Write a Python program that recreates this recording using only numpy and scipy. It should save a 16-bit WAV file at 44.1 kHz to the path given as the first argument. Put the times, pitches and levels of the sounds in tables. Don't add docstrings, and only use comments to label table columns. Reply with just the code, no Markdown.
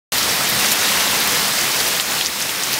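import sys
import numpy as np
from scipy import signal
from scipy.fft import rfft, irfft
from scipy.io import wavfile
from scipy.ndimage import uniform_filter1d

SR = 44100
rng = np.random.default_rng(int(sys.argv[2]) if len(sys.argv) > 2 else 0)


def put_to_file(sound):
    columns = np.atleast_2d(sound).T
    safe = np.clip(columns, -1, 1)
    whole_steps = np.round(safe * 32767)
    wavfile.write(sys.argv[1], SR, whole_steps.astype(np.int16))


N = 123039


def amp(db):
    return 10 ** (np.asarray(db) / 20)


def unit(x):
    return x / np.sqrt(np.mean(x ** 2) + 1e-20)


def add(mix, s, sound):
    part = mix[max(round(s * SR), 0):][:len(sound)]
    part += sound[:len(part)]


# (time [s], level [dB])
RAIN_LEVEL = [(.12, -1.5), (.33, -1.1), (.56, -1), (.64, 1), (.76, -1.2), (.86, 0.5), (1.1, -0.1),
              (1.38, -0.4), (1.52, -1.5), (1.6, -1), (1.86, -1), (1.97, -2), (2.06, -4), (2.14, -2),
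              (2.21, -3), (2.31, -5), (2.54, -5), (2.62, -4), (2.79, -3)]


def rain_db(t):
    return np.interp(t, *np.transpose(RAIN_LEVEL))


# (time [s], level [dB])
LOW_END_LEVEL = [(.12, 1), (.26, 3.5), (.39, -0.5), (.47, 4.5), (.63, 4.5), (.75, -1.5), (.86, 1.5),
                 (.95, -1.5), (1.1, 0.5), (1.4, 1.5), (1.62, -1), (1.75, -3), (2.05, -0.5), (2.2, 0.5),
                 (2.5, 0.5), (2.79, -1)]


def bass_db(t):
    return np.interp(t, *np.transpose(LOW_END_LEVEL))


# (frequency [Hz], relative spectral level [dB])
WASH_COLOUR = [(22, -46), (36, -25), (60, -8), (100, -9.5), (240, -3), (420, -3), (520, -2), (850, -1),
               (1500, -3.1), (1900, 0), (2400, -1), (5200, -1.5), (7400, -6.5), (10000, -10), (12600, -9),
               (15600, -9.5)]
WASH_DB, PATCH_DB = -19, 0.91
TREBLE_FOLLOW, BASS_FOLLOW = 0.89, 1.33
BASS_HZ = 259


def wash():
    hop, window = 256, 1024
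    hz = np.fft.rfftfreq(window, 1 / SR)
    frames = N // hop + 5
    t = np.arange(frames) * hop / SR
    real, imaginary, patches = rng.standard_normal((3, frames, len(hz)))
    patches = uniform_filter1d(patches, size=8, axis=0)
    patches = unit(uniform_filter1d(patches, size=18, axis=1))

    follow = BASS_FOLLOW + (TREBLE_FOLLOW - BASS_FOLLOW) * hz / (hz + 2000)
    level_db = rain_db(t)[:, None] * follow
    level_db += bass_db(t)[:, None] / (1 + (hz / BASS_HZ) ** 2)
    level_db += PATCH_DB * patches
    spectrum = (real + 1j * imaginary) * amp(level_db)
    hiss = signal.istft(spectrum.T, nperseg=window, noverlap=window - hop)[1][:N]

    colour_hz, colour_db = np.transpose(WASH_COLOUR)
    log_hz = np.log(np.fft.rfftfreq(N, 1 / SR) + 1)
    colour = amp(np.interp(log_hz, np.log(colour_hz), colour_db))
    return amp(WASH_DB) * unit(irfft(rfft(hiss) * colour, N))


# (frequency [Hz], width at half amplitude [Hz], rms level [dB])
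ROOF_RESONANCES = [(133, 19, -44), (197.3, 41, -40.5), (492.6, 9.9, -46.5)]
DRUM_FOLLOW = 1.64


def drumming():
    f = np.fft.rfftfreq(N, 1 / SR)
    t = np.arange(N) / SR
    out = np.zeros(N)
    for hz, width, db in ROOF_RESONANCES:
        resonance = 1 / (1 + ((f - hz) / (width / 2)) ** 2)
        blows = rng.standard_normal(N)
        out += amp(db) * unit(irfft(rfft(blows) * resonance, N))
    return out * amp(DRUM_FOLLOW * rain_db(t) + bass_db(t))


TICK_CYCLES, TICK_RISE_CYCLES = 1.0, 0.54
TICK_LEAD = 64


def tick(hz, phase):
    cycles = (np.arange(256) - TICK_LEAD) / SR * hz
    rise = (np.minimum(cycles, 0) / TICK_RISE_CYCLES) ** 2
    decay = (np.maximum(cycles, 0) / TICK_CYCLES) ** 1.5
    return np.exp(-rise - decay) * np.cos(2 * np.pi * (cycles + phase))


# (lowest pitch [Hz], highest pitch [Hz], rate [drops/s], rms level [dB], spread of sizes [dB])
PATTER_BANDS = [(1210, 3850, 1100, -30, 2.5), (3760, 9700, 1500, -30, 3.5), (7860, 12700, 1100, -30.5, 3)]
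LARGEST = 4


def patter_band(low_hz, high_hz, per_s, db, spread_db, count=20):
    out = np.zeros(N)
    for hz in np.geomspace(low_hz, high_hz, count):
        sizes = amp(spread_db * np.minimum(rng.exponential(1, N), LARGEST))
        landings = rng.random(N) < per_s / count / SR
        out += signal.oaconvolve(sizes * landings, tick(hz, rng.random()))[:N]
    return amp(db) * unit(out * amp(rain_db(np.arange(N) / SR)))


def patter():
    return sum(patter_band(*band) for band in PATTER_BANDS)


# (time [s], pitch [Hz], tick level [dB], starting spray level against the tick [dB])
NEAR_DROPS = [(.1757, 14500, -9, -8), (.182, 4500, -8.5, -7.5), (.2304, 5600, -6.5, -12),
              (.2924, 5630, -5.5, -12), (.4904, 13000, -4, -15), (0.4985, 11300, -2.5, -18),
              (.5978, 9500, -6, -15), (.6593, 7000, -4.5, -17), (.686, 6400, -9, -10),
              (0.7156, 12800, -1, -16), (0.719, 6700, -10, -6), (0.7248, 11500, -3.5, -12.5),
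              (1.0063, 4800, -4, -16), (1.076, 3800, -2, -18), (1.2, 12000, -15, -6),
              (1.2097, 3400, -8.5, -9), (1.2744, 12500, -1.5, -19), (1.3584, 3600, -6, -23),
              (1.4842, 7500, -8, -29), (1.577, 5000, -11, -9), (1.585, 1900, -14, -3.5),
              (1.6056, 9000, -10, -20), (1.611, 5500, -7.5, -10), (1.803, 4400, -1.5, -19),
              (1.8081, 10500, -7, -14), (1.8643, 5000, -8, -11), (1.8725, 12500, -6, -16),
              (1.8801, 12300, -10, -11), (1.9994, 3370, 0.5, -21), (2.007, 4600, -7, -23),
              (2.0096, 7800, -2.5, -18), (2.118, 2200, -13, -10), (2.1257, 10500, -12, -13),
              (2.2117, 3430, 0, -23), (2.222, 3800, -6.5, -13), (2.249, 4400, -4, -27),
              (2.2575, 6000, -6, -17), (2.261, 5200, 1, -22), (2.2673, 6000, -2, -17),
              (2.4034, 10500, -7, -19), (2.416, 4800, -7, -18), (2.4218, 6400, -9, -10.5),
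              (2.4937, 3220, -6.5, -23), (2.626, 4200, -10, -16), (2.636, 6700, -3.5, -15.5),
              (2.7297, 12300, -5, -14), (2.7325, 4400, -5.5, -17), (2.7393, 5800, -7.5, -8.5),
              (2.7442, 5700, -10, -23)]
SPRAY_S, SPRAY_WIDTH = .007, .28


def close_drops(size=2048):
    out = np.zeros(N)
    t = np.arange(size) / SR
    f = np.fft.rfftfreq(size, 1 / SR)
    for s, hz, db, spray_db in NEAR_DROPS:
        add(out, s - TICK_LEAD / SR, amp(db) * tick(hz, rng.random()))
        droplets = rng.standard_normal(size) * rng.exponential(1, size)
        octaves = np.log2((f + 1) / hz)
        spray = unit(irfft(rfft(droplets) / (1 + (octaves / SPRAY_WIDTH) ** 2), size))
        add(out, s, amp(db + spray_db) * spray * np.exp(-t / SPRAY_S))
    return out


def scene():
    rain = wash() + drumming() + patter() + close_drops()
    return np.array([rain, rain])


START_S = 0.1208
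LIMIT_DB, DUCK_SHARE = -2.5, .6
RECOVER_DB_PER_S, DUCK_S = 22, .012
CEILING, EDGE_HZ = .9, 15750


def record(dry):
    live = dry * (np.arange(N) >= START_S * SR)
    over_db = np.maximum(20 * np.log10(abs(live[0]) + 1e-9) - LIMIT_DB, 0)
    fall = np.arange(N) * RECOVER_DB_PER_S / SR
    held_db = np.maximum.accumulate(over_db + fall) - fall
    r = np.exp(-1 / (DUCK_S * SR))
    smooth_db = signal.lfilter([1 - r], [1, -r], held_db)
    ducked = np.clip(live * amp(-DUCK_SHARE * smooth_db), -CEILING, CEILING)
    lowpass = signal.firwin(601, EDGE_HZ, window=("kaiser", 9), fs=SR)
    return signal.oaconvolve(ducked, lowpass[None], "same")


dry = scene()
out = record(dry)
put_to_file(out)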